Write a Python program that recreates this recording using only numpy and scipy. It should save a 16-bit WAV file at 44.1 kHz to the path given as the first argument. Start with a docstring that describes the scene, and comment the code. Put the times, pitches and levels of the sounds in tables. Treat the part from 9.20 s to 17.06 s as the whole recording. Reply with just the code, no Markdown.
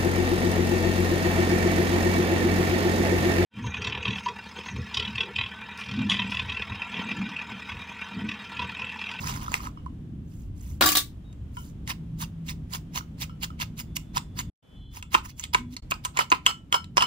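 """Firm pieces of onion, garlic and ginger rustle and tap into a metal mortar over a low kitchen rumble.
A steel colander clatters on the counter: each bounce is a contact that excites the metal's modes.
A metal pestle then crunches the raw pieces, heard as dense streams of tiny cracks coloured by the bowl.
After a short break the mash is thin and the pestle knocks through to the ringing metal. All is heard
close up, the foreground sounds with a little dense reverberation."""
import sys
import numpy as np
from scipy import signal
from scipy.fft import rfft, irfft, next_fast_len
from scipy.io import wavfile
from scipy.ndimage import uniform_filter1d

SR = 44100
rng = np.random.default_rng(int(sys.argv[2]) if len(sys.argv) > 2 else 0)


def materialize(psi):
    """Save the field psi as 16-bit PCM at rate SR to the path in sys.argv[1].

    A 1-D psi becomes a single channel; in a 2-D psi each row is a channel.
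    """
    bounded = np.clip(np.atleast_2d(psi).T, -1, 1)
    quanta = np.round(bounded * 32767).astype(np.int16)
    wavfile.write(sys.argv[1], SR, quanta)


N = 346626
SIZE = 16384  # samples in one short event
TIME, AGE, BINS = np.arange(N) / SR, np.arange(SIZE) / SR, np.fft.rfftfreq(SIZE, 1 / SR)

# Ringing modes of pestle and mortar. Each row: frequency in Hz, relative level in dB, t60 in seconds.
MORTAR_MODES = [(1222, -10, .13), (1335, -3, .22), (1410, -3, .11), (2223, -12, .15), (2885, -8, .18),
                (2988, -1, .23), (3042, -6, .2), (3262, -11, .12), (4247, -15, .18), (5259, -6, .16),
                (5300, -8, .13), (7267, -16, .11), (8160, -12, .11), (9367, -24, .13)]
# Spectrum of a knock on the mortar. Each row: frequency in Hz, relative level in dB per Hz.
KNOCK_SPECTRUM = [(100, -33.5), (250, -6), (420, -3.5), (620, -13), (1000, 0), (1750, -1.5), (2600, 0),
                  (3700, -4), (5500, -12), (8300, -3.5), (10300, -26.5), (12500, -21), (14500, -18),
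                  (16000, -43.5)]
# Spectrum of crushed or rubbed food. Each row: frequency in Hz, relative level in dB per Hz.
CRUNCH_SPECTRUM = [(150, -24.5), (450, -7), (620, -11.5), (800, -2.5), (1100, 2), (1700, -2), (2500, -2),
                   (4500, -5.5), (7000, -5), (9500, -11.5), (14000, -13.5), (15500, -2.5)]
# Full blows: the pestle glances off the wall, then seats on the bottom a moment later.
# Each row: start in seconds, glance level in dB, lag of the seating in seconds, seating level in dB,
# brightness in dB, ring in dB, favoured frequency in Hz, its lift in dB (levels before the mix trims).
FULL_BLOWS = [(5.9441, -20.5, .005, -13.5, -3.5, -26, 2750, 5),
              (6.3462, -16, .0026, -22.5, -2.5, -33, 2400, 5),
              (6.711, -45, .008, -26.5, -14, -34, 2540, 14), (6.85, -32, .006, -36.5, 6.5, -34, 2300, -1),
              (6.972, -29.5, .018, -22, 4.5, -6.5, 2180, 14),
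              (7.118, -19.5, .006, -18, -8, -25.5, 2426, 10),
              (7.2638, -16.5, .004, -33, 7.5, -5.5, 3080, 14), (7.526, -24.5, .017, -21, 3, -0.5, 3110, 10),
              (7.7705, -22.5, .0082, -19, -3, -2, 5450, 13), (7.8224, -24, .014, -36, 0.5, -0.5, 3070, 6.5)]


def amp(db):
    """Decibel law: 20 dB is a tenfold gain in amplitude."""
    return np.exp(np.asarray(db) * np.log(10) / 20)


def unit(x):
    """Normalisation of a signal to an rms of 1."""
    return x / np.sqrt(np.mean(x ** 2) + 1e-20)


def spectrum(points, hz):
    """Interpolation of a table along a logarithmic frequency axis."""
    table_hz, value = np.transpose(points)
    return np.interp(np.log(hz + 1), np.log(table_hz + 1), value)


def curve(points):
    """Linear interpolation of a table along time."""
    return np.interp(TIME, *np.transpose(points))


def add(mix, s, sound):
    """Superposition: a sound is summed into the mix from time s in seconds."""
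    start = round(s * SR)
    sound = sound[:, max(-start, 0):]
    part = mix[:, max(start, 0):][:, :sound.shape[1]]
    part += sound[:, :part.shape[1]]


def pair(shape, same):
    """Partial coherence: two noises whose correlation is same."""
    a, b = rng.standard_normal((2, shape))
    same = np.clip(same, 0, 1)
    return np.array([a, same * a + np.sqrt(1 - same ** 2) * b])


def wander(step_s):
    """Random modulation: a new chance value every step_s seconds, joined by straight lines."""
    values = rng.standard_normal(SIZE)
    return np.interp(TIME / step_s, np.arange(SIZE), values)


def sized(x, db, length):
    """Energy scaling: x gets the energy of a sound of level db lasting length seconds."""
    rms = np.sqrt(np.sum(x ** 2) / 2 / (length * SR))
    return amp(db) * x / rms


def causal(db):
    """Minimum phase: the Hilbert transform of the log gain over BINS gives the phase."""
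    mirrored_db = np.r_[db, db[-2:0:-1]]
    log_gain = np.log(amp(mirrored_db))
    return np.exp(np.conj(signal.hilbert(log_gain)))[:len(db)]


def colour(points, thud_db, bright_db, focus_hz=1000, lift_db=0):
    """Excitation spectrum: low and high shelves, and a band favoured by the spot that is hit."""
    shelves = [(1400, thud_db), (2100, 0), (4300, 0), (7000, bright_db)]  # Hz, dB
    octaves = np.log2((BINS + 1) / focus_hz)
    lift = lift_db * np.exp(-(octaves / .24) ** 2)
    return causal(spectrum(points, BINS) + spectrum(shelves, BINS) + lift)


def bowl(depth_db):
    """Cavity resonance: direct sound plus the bowl's air resonances, as each microphone hears them."""
    # Resonances of the air in the mortar.
    # Each row: frequency in Hz, width in Hz, left level in dB, right level in dB (before depth_db).
    air_modes = [(797, 120, 2, 2), (986.4, 84, 10, 16.5), (1046, 64, 3.5, 1.5), (1270, 74, 3, 9),
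                 (1250, 110, 2.5, -3.5), (2116, 230, -11, -2), (2790, 190, -4, -1),
                 (4900, 600, -16.5, -0.5), (5896, 250, -14.5, 1.5), (7020, 500, -9.5, -0.5)]
    response = np.ones((2, len(BINS)), complex)
    for hz, width, left_db, right_db in air_modes:
        peak = 1j * BINS * width / (hz ** 2 - BINS ** 2 + 1j * BINS * width)
        response += amp(depth_db) * amp([[left_db], [right_db]]) * peak
    return response


def ports(x):
    """Inter-channel differences: the two microphones differ in phase and level with frequency."""
    # Phase of the left against the right. Each row: frequency in Hz, lead of the left in radians.
    phase_lead = [(0, 1), (500, 2), (700, -2), (1100, -2.5), (1550, -4), (2300, -4.5), (3000, -5),
                  (4300, -5.5), (5300, -8), (7500, -9), (15000, -15)]
    # Balance of the two microphones. Each row: frequency in Hz, left minus right in dB.
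    balance = [(300, 4), (600, 1), (1100, 1.7), (2500, 0.7), (5000, -2.2), (8500, 2.5), (14000, -2.2)]
    size = next_fast_len(N + SIZE, real=True)
    hz = np.fft.rfftfreq(size, 1 / SR)
    side = amp(spectrum(balance, hz) / 2)
    left = side * np.exp(1j * spectrum(phase_lead, hz))
    right = 1 / side
    return irfft(rfft(x, size) * np.array([left, right]), size)[:, :N]


def wash(points, same):
    """Spectral shaping: steady noise of a given spectrum, scaled to rms 1."""
    size = next_fast_len(N, real=True)
    gain = amp(spectrum(points, np.fft.rfftfreq(size, 1 / SR)))
    return unit(irfft(rfft(pair(size, same)) * gain, size)[:, :N])


def background():
    """Stationary and modulated noise: low rumble, soft hiss and a few wavering tones."""
    # Rumble spectrum. Each row: frequency in Hz, relative level in dB per Hz.
    rumble_spectrum = [(12, -35), (20, -4.5), (59, 9), (147, -1), (243, -8), (287, -11), (512, -36),
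                       (700, -48), (910, -67), (1540, -120)]
    # Hiss spectrum. Each row: frequency in Hz, relative level in dB per Hz.
    hiss_spectrum = [(300, 7), (600, 2.5), (1200, -4.5), (2200, -10), (3200, -8.5), (4500, -18),
                     (7000, -19.5), (10000, -23.5), (15500, -27.5)]
    # Rumble level before its random wander. Each row: time in seconds, dB under 110 Hz, dB above.
    rumble_levels = np.array([(0, -52, -46.5), (.6, -53, -53), (.9, -53, -47.5), (1.35, -46.5, -53.5),
                              (1.8, -56, -54.5), (2.25, -51.5, -56.5), (2.6, -55.5, -52.5), (3.3, -54, -53),
                              (4.4, -54, -54), (5.3, -54, -53.5), (5.43, -75, -64), (5.6, -46.5, -54),
                              (6.1, -51.5, -53.5), (6.45, -48.5, -46), (6.75, -53, -57), (7.0, -57.5, -54),
                              (7.4, -58, -56), (7.86, -54, -48)])
    # Hiss level. 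Each row: time in seconds, level in dB.
    hiss_levels = [(0, -63), (1, -70.5), (2.4, -68), (5.3, -67.5), (5.45, -57.5), (5.7, -71), (6.5, -63),
                   (7.86, -70)]
    # Faint tones that come and go.
    # Each row: start in seconds, end in seconds, frequency in Hz, width in Hz, level in dB.
    faint_tones = [(2.3, 5.3, 161, 8, -55), (2.85, 3.5, 162, 2, -48), (6.38, 6.57, 246, 4, -43),
                   (2.04, 2.14, 3779, 80, -77), (4.6, 5.4, 3460, 90, -82), (5.3, 5.85, 3068, 20, -70),
                   (5.3, 5.95, 3400, 70, -71), (5.54, 5.76, 3400, 50, -68), (5.55, 5.75, 4097, 30, -80),
                   (5.9, 6.6, 3410, 40, -75)]

    rumble = wash(rumble_spectrum, 0.97)
    lowpass = signal.butter(3, 110, fs=SR, output="sos")
    deep = signal.sosfiltfilt(lowpass, rumble)
    deep_level = amp(curve(rumble_levels[:, [0, 1]]))
    upper_level = amp(curve(rumble_levels[:, [0, 2]]))
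    out = unit(deep) * deep_level + unit(rumble - deep) * upper_level
    out *= amp(1.77 * wander(.09))  # the rumble swells and sinks at random: dB, seconds
    out += wash(hiss_spectrum, 0.04) * amp(curve(hiss_levels))
    for start, end, hz, width, db in faint_tones:
        count = max(round((end - start) * SR), 2)
        # a phase that wanders at random widens the line
        steps = uniform_filter1d(rng.standard_normal(count), size=200)
        drift = np.cumsum(steps) * np.sqrt(2 * np.pi * abs(width) / SR)
        tone = np.sqrt(2) * np.sin(2 * np.pi * hz * TIME[:count] + drift)
        tone *= signal.windows.tukey(count, .3)
        add(out, start, amp(db) * np.array([tone, tone]))
    return out


def crackle(count, grain_db=1.5, cracks_per_s=5000):
    """Shot noise: a stream of tiny cracks of random size at random instants."""
    size = amp(grain_db * np.minimum(rng.exponential(1, count), 3))
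    happens = rng.random(count) < cracks_per_s / SR
    return pair(count, 0.65) * size * happens


def rustle(tone):
    """Filtered shot noise: steady crackle of a given colour, scaled to rms 1."""
    return unit(signal.oaconvolve(crackle(N), irfft(tone), axes=1)[:, :N])


def pour(air):
    """Granular flow: pieces slide off the colander and rustle into the bowl in random clumps."""
    # Strength of the flow before clumping. Each row: time in seconds, level in dB.
    flow = [(0, -54), (.025, -47), (.05, -52.5), (.075, -38), (.097, -33), (.122, -49), (.16, -46.5),
            (.205, -57), (.24, -46.5), (.27, -54.5), (.33, -48), (.365, -43.5), (.395, -57.5),
            (.425, -49.5), (.47, -49.5), (.53, -83), (.6, -100)]
    clump_db, clump_s = 2.0, 0.012
    tone = colour(CRUNCH_SPECTRUM, thud_db=0, bright_db=-1) * air
    return rustle(tone) * amp(curve(flow) + clump_db * wander(clump_s))


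def strike(row, points, air, modes, chatter, chatter_s, ring_db, same):
    """Impact and modal response: a sharp contact, decaying chatter, and the metal's ringing modes."""
    soft_below_db, soft_db_per_octave, soft_from_hz = -36, 7.5, 2500
    s, db, thud_db, bright_db, own_ring_db, focus_hz, lift_db = row
    contact = pair(SIZE, same) * np.exp(-AGE / chatter_s)
    contact *= chatter / np.linalg.norm(contact[0])
    contact[:, 0] -= 1  # the first sharp contact
    tone = colour(points, thud_db, bright_db, focus_hz, lift_db) * air
    blow = sized(irfft(rfft(contact) * tone), db, .01)
    ring = np.zeros((2, SIZE))
    for hz, mode_db, t60 in modes:
        # where the blow lands decides how strongly each mode answers; the load detunes the metal a little
        phase = rng.uniform(0, 2 * np.pi) + 0.83 * rng.standard_normal((2, 1))
        pitch, share_db = hz * rng.normal(1, .001), rng.normal(0, 1.5)
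        # gentle contacts hardly wake the high modes
        soft_db = soft_db_per_octave * max(np.log2(hz / soft_from_hz), 0) * (db < soft_below_db)
        decay = amp(mode_db + share_db - soft_db - 60 * AGE / t60)
        ring += decay * np.sin(2 * np.pi * pitch * AGE + phase)
    fade = np.clip(2 - 2 * AGE / AGE[-1], 0, 1)
    return s, (blow + amp(db + own_ring_db + ring_db) * ring) * fade


def drops():
    """Impact in a cavity: firm pieces land in the bowl, each with one short tap."""
    # Landings. Each row: start in seconds, level in dB before the side trims, favoured frequency in Hz.
    landings = [(.281, -39.5, 1330), (.319, -44.5, 6800), (0.3411, -30.5, 2060), (0.403, -47.5, 1250),
                (0.47, -43, 1110), (.573, -53, 1060), (.662, -45.5, 1070), (3.808, -49, 1320),
                (4.095, -55.5, 1300), (4.303, -52, 1280)]
    reference_db, bright_db, lift_db = -43.5, 2.5, 16
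    out, air = np.zeros((2, N)), bowl(depth_db=-3.0)
    for s, db, hz in landings:
        # a harder landing is a sharper, drier click
        harder = db - reference_db
        thud_db = 14 - 1.04 * harder
        own_ring_db = -27.5 - 2.5 * harder
        row = s, db, thud_db, bright_db, own_ring_db, hz, lift_db
        add(out, *strike(row, KNOCK_SPECTRUM, air, MORTAR_MODES,
                         chatter=1.2, chatter_s=.0014, ring_db=-7.0, same=0.69))
    return ports(out) * amp([[-1.5], [1.2]])  # left, right dB


def swishes(air):
    """Friction noise: soft, bright rubbing as things are moved about, fading in and out."""
    # Swishes. Each row: start in seconds, end in seconds, level in dB before the mix trims.
    rubs = [(1.024, 1.32, -68.5), (1.326, 1.615, -60.5), (2.303, 2.548, -60)]
    fading_share = 0.81  # part of a swish spent fading in and out
    level = np.zeros((1, N))
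    for start, end, db in rubs:
        count = max(round((end - start) * SR), 2)
        add(level, start, amp(db) * signal.windows.tukey(count, fading_share)[None])
    return rustle(colour(CRUNCH_SPECTRUM, thud_db=-7.5, bright_db=9) * air) * level


def colander():
    """Repeated impact on a thin shell: the steel rim buzzes against the counter at every bounce."""
    # Bounces of the rim. Each row: start in seconds, level in dB before the side trims, thud in dB,
    # brightness in dB, relative ring in dB, favoured frequency in Hz, its lift in dB.
    bounces = [(1.61, -23, 8, -1, -10, 1073, 4.5), (1.623, -25.5, 6, -7, -6, 1400, 0.5),
               (1.639, -26.5, 8.5, 0, -2, 1790, 6.5), (1.659, -22.5, 4.5, 9.5, -3.5, 4500, 6),
               (1.673, -27, 1.5, 3, -3, 315, 7), (1.689, -25, -5.5, 1.5, -7, 2860, 6.5),
               (1.719, -27, -5.5, 2.5, -9.5, 1150, 12.5), (1.753, -24.5, -13.5, 0.5, -4.5, 3850, 10),
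               (1.77, -22.5, -4, 4, -13, 3780, 8), (1.78, -32, -10.5, 6.5, -11.5, 3760, 8.5)]
    # Ringing modes of the colander. Each row: frequency in Hz, relative level in dB, t60 in seconds.
    shell_modes = [(303, 1, .2), (745, -3, .09), (1149, 1, .16), (1696, -6, .17), (2832, -4, .12),
                   (3320, -3, .12), (3763, 1, .15), (4638, -7, .18), (4931, -8, .12), (6115, -9, .12),
                   (6686, -11, .15), (7293, -6, .12), (7865, -8, .12), (10201, -6, .13), (10707, -8, .12),
                   (11807, -11, .12), (12489, -11, .12), (13910, -12, .1), (15224, -9, .1)]
    # Spectrum of the contact. Each row: frequency in Hz, relative level in dB per Hz.
    clatter_spectrum = [(100, -23), (200, -5.5), (320, -1.5), (560, -4.5), (820, -3), (1700, 3), (2500, 0),
                        (4200, 3.5), (6000, -1.5), (9000, -2.5), (12000, -7), (15500, 2.5)]
    out = np.zeros((2, N))
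    for row in bounces:
        add(out, *strike(row, clatter_spectrum, 1, shell_modes,
                         chatter=2.7, chatter_s=0.018, ring_db=-10, same=0.05))
    return out * amp([[1.5], [.5]])  # left, right dB


def contacts():
    """Contact sequence of pestle and mortar: a blow is a glance and a seating, a touch is one contact."""
    # Light touches on the wall. Each row: start in seconds, level in dB before the side trims,
    # relative ring in dB, favoured frequency in Hz, its lift in dB.
    touches = [(2.128, -68, -12, 1470, 7.5), (2.369, -44.5, -1, 997, 24.5), (2.676, -45, -26, 2290, 2),
               (4.095, -68.5, 5.5, 3004, 11.5), (4.304, -70, 1, 3000, 10), (4.4, -44, -23.5, 1003, 9),
               (4.767, -40.5, -24.5, 2500, 2.5), (4.978, -38, -28, 3900, 6.5), (5.19, -40.5, -8, 4200, 9),
               (5.826, -41.5, -11, 2714, 4), (6.196, -36, -28, 6500, 19), (6.2385, -33.5, -34, 3400, 7),
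               (6.566, -36, -21, 4430, 16.5), (6.711, -36.5, -24, 6860, 7), (6.74, -49, -24, 4950, 20),
               (7.102, -40, -34, 6380, 20.5), (7.643, -52.5, -15, 3960, 13), (7.807, -29.5, -8, 3060, 17)]
    glance_thud_db, touch_thud_db, touch_bright_db = 1, -8.5, 2.5
    seat_thud_db, seat_ring_db = 9, -5.5  # seated, the pestle sounds deeper and damps the ring
    for s, glance_db, lag_s, seat_db, bright_db, ring_db, hz, lift_db in FULL_BLOWS:
        yield s, glance_db, glance_thud_db, bright_db, ring_db, hz, lift_db
        yield s + lag_s, seat_db, seat_thud_db, bright_db, ring_db + seat_ring_db, hz, lift_db
    for s, db, ring_db, hz, lift_db in touches:
        yield s, db, touch_thud_db, touch_bright_db, ring_db, hz, lift_db


def knocks():
    """Modal excitation by impact: the pestle reaches the metal of the mortar and both ring."""
    out, air = np.zeros((2, N)), bowl(depth_db=-1.5)
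    for row in contacts():
        add(out, *strike(row, KNOCK_SPECTRUM, air, MORTAR_MODES,
                         chatter=1.68, chatter_s=0.0042, ring_db=-6.0, same=0.85))
    return ports(out) * amp([[-.2], [.4]])  # left, right dB


def squeeze(s, db, length, tone, level_db=-5):
    """Fracture under pressure: cracks swell up to time s and die away."""
    rise_share = 0.53  # part of a stroke spent pressing in
    t = AGE - AGE[SIZE // 2]
    side_s = length * np.where(t < 0, rise_share, 1 - rise_share)
    press = np.exp(-abs(t / side_s) ** 1.44)
    sound = irfft(rfft(crackle(SIZE) * press) * tone)
    return s + t[0], sized(sound, db + level_db, 0.36 * length)


def crunches():
    """Brittle fracture in a cavity: cell walls burst under the pestle; also the pouring and the swishes."""
    # Strokes that crush the food; the depth of the sound varies from stroke to stroke. Each row: peak in
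    # seconds, level in dB before the mix trims, thud in dB, brightness in dB, length in seconds.
    strokes = [(2.704, -28.5, -7, -2.5, .029), (3.024, -30, -5.5, 2.5, 0.036),
               (3.298, -33.5, -9, -0.5, 0.036), (3.548, -30.5, -3, 2.5, 0.038),
               (3.772, -27.5, -7.5, 0, 0.032), (4.023, -30.5, -9.5, -1.5, 0.033),
               (4.239, -27.5, -6, 0.5, 0.025), (4.421, -27.5, -8.5, -5.5, 0.026),
               (4.6, -32.5, -8, 2, 0.029), (4.766, -26, -12, 2.5, 0.011), (4.97, -24.5, 2.5, 0.5, 0.023),
               (5.196, -31, -2, 1, 0.032), (5.769, -36.5, -3.5, 2, 0.048), (5.942, -24, -4.5, -1.5, 0.025),
               (6.057, -33.5, 0.5, 4, 0.024), (6.099, -39, -12.5, -1.5, .026), (6.202, -34, -5.5, 7, 0.034),
               (6.242, -36, -22.5, -7, 0.032), (6.338, -17, 2.5, 1.5, 0.007), (6.534, -42, -10, 2, 0.037),
               (6.713, -20.5, -6.5, 9.5, 0.0085), (6.857, -28.5, -7.5, -1, .018), (7.005, -22, 1, -7, .045),
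               (7.128, -30.5, 5.5, -15, 0.03), (7.296, -27, 1, -10, .036), (7.555, -22.5, 8.5, -0.5, 0.029),
               (7.824, -21, 8, -6.5, 0.041)]
    air = bowl(depth_db=-6)
    out = pour(air) + swishes(air)
    for s, db, thud_db, bright_db, length in strokes:
        add(out, *squeeze(s, db, length, colour(CRUNCH_SPECTRUM, thud_db, bright_db) * air))
    # a very short, faint crackle leads into each full blow; level relative to the glance
    lead_in_db, lead_in_ahead_s, lead_in_s = -10.5, .001, 0.0065
    lead_in = colour(CRUNCH_SPECTRUM, thud_db=-0.5, bright_db=4) * air
    # afterwards mash spatters against the wall; level relative to the stronger contact
    spatter_db, spatter_lag_s, spatter_s = -19, .03, .04
    spatter = colour(CRUNCH_SPECTRUM, thud_db=-2.5, bright_db=-6.5) * air
    for s, glance_db, _, seat_db, *_ in FULL_BLOWS:
        add(out, *squeeze(s - lead_in_ahead_s, glance_db + lead_in_db, lead_in_s, lead_in))
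        stronger_db = max(glance_db, seat_db)
        add(out, *squeeze(s + spatter_lag_s, stronger_db + spatter_db, spatter_s, spatter))
    return ports(out) * amp([[-1.5], [1.5]])  # left, right dB


def uneven(x, patchy_db, order):
    """Random spectral modulation: every few ms other pitches stand out, in patches order bins wide."""
    z = signal.stft(x, nperseg=256)[2]
    patches = uniform_filter1d(rng.standard_normal(z.shape[1:]), order, axis=0)
    patches = unit(uniform_filter1d(patches, size=3, axis=1))
    gain = amp(patchy_db * np.clip(patches, -2, 2))
    return signal.istft(z * unit(gain), nperseg=256)[1][:, :N]


def kitchen(x, build_s=0.0072):
    """Diffuse reverberation: dense reflections off tiles and counter, each band dying at its own speed."""
    # Decay of the room. Each row: frequency in Hz, t60 in seconds.
    decay = [(200, 0.28), (800, 0.17), (2100, 0.2), (5500, .2), (15000, 0.19)]
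    hz, t, z = signal.stft(rng.standard_normal((2, SIZE)), SR, nperseg=256)
    decaying = z * amp(-60 * t / spectrum(decay, hz)[:, None])
    tail = signal.istft(decaying, SR, nperseg=256)[1][:, :SIZE]
    tail *= np.clip(AGE / build_s - .3, 0, 1)  # the reflections build up first
    return signal.fftconvolve(x, tail / np.linalg.norm(tail[0]), axes=1)[:, :N]


def scene():
    """Superposition of everything on the counter, the room's answer and the background."""
    knock = knocks() + drops()
    crunch = uneven(crunches(), patchy_db=4.0, order=5)
    clatter = uneven(colander(), patchy_db=3.0, order=3)
    room = kitchen(amp(-14.5) * knock + amp(-17.0) * crunch + amp(-13) * clatter)
    return knock + crunch + clatter + room + background()


def record(dry):
    """Gain, saturation and band limit: the sound breaks off briefly, loud peaks are rounded, the top is cut."""
    # The sound drops out between the two spells of pounding, and once more briefly.
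    # Each row: time in seconds, gain in dB.
    dropouts = [(5.299, 9.5), (5.303, -45), (5.42, -54), (5.427, -7), (5.55, 4.5), (6.58, 1), (6.6, -1),
                (6.615, -41), (6.624, 5.5)]
    ceiling, edge_hz = .85, 15650
    x = dry * amp(curve(dropouts))
    x = x / np.sqrt(np.sqrt(1 + np.square(np.square(x / ceiling))))
    lowpass = signal.firwin(255, edge_hz, window=("kaiser", 8), fs=SR)
    return signal.oaconvolve(x, lowpass[None], "same")


dry = scene()
out = record(dry)
materialize(out)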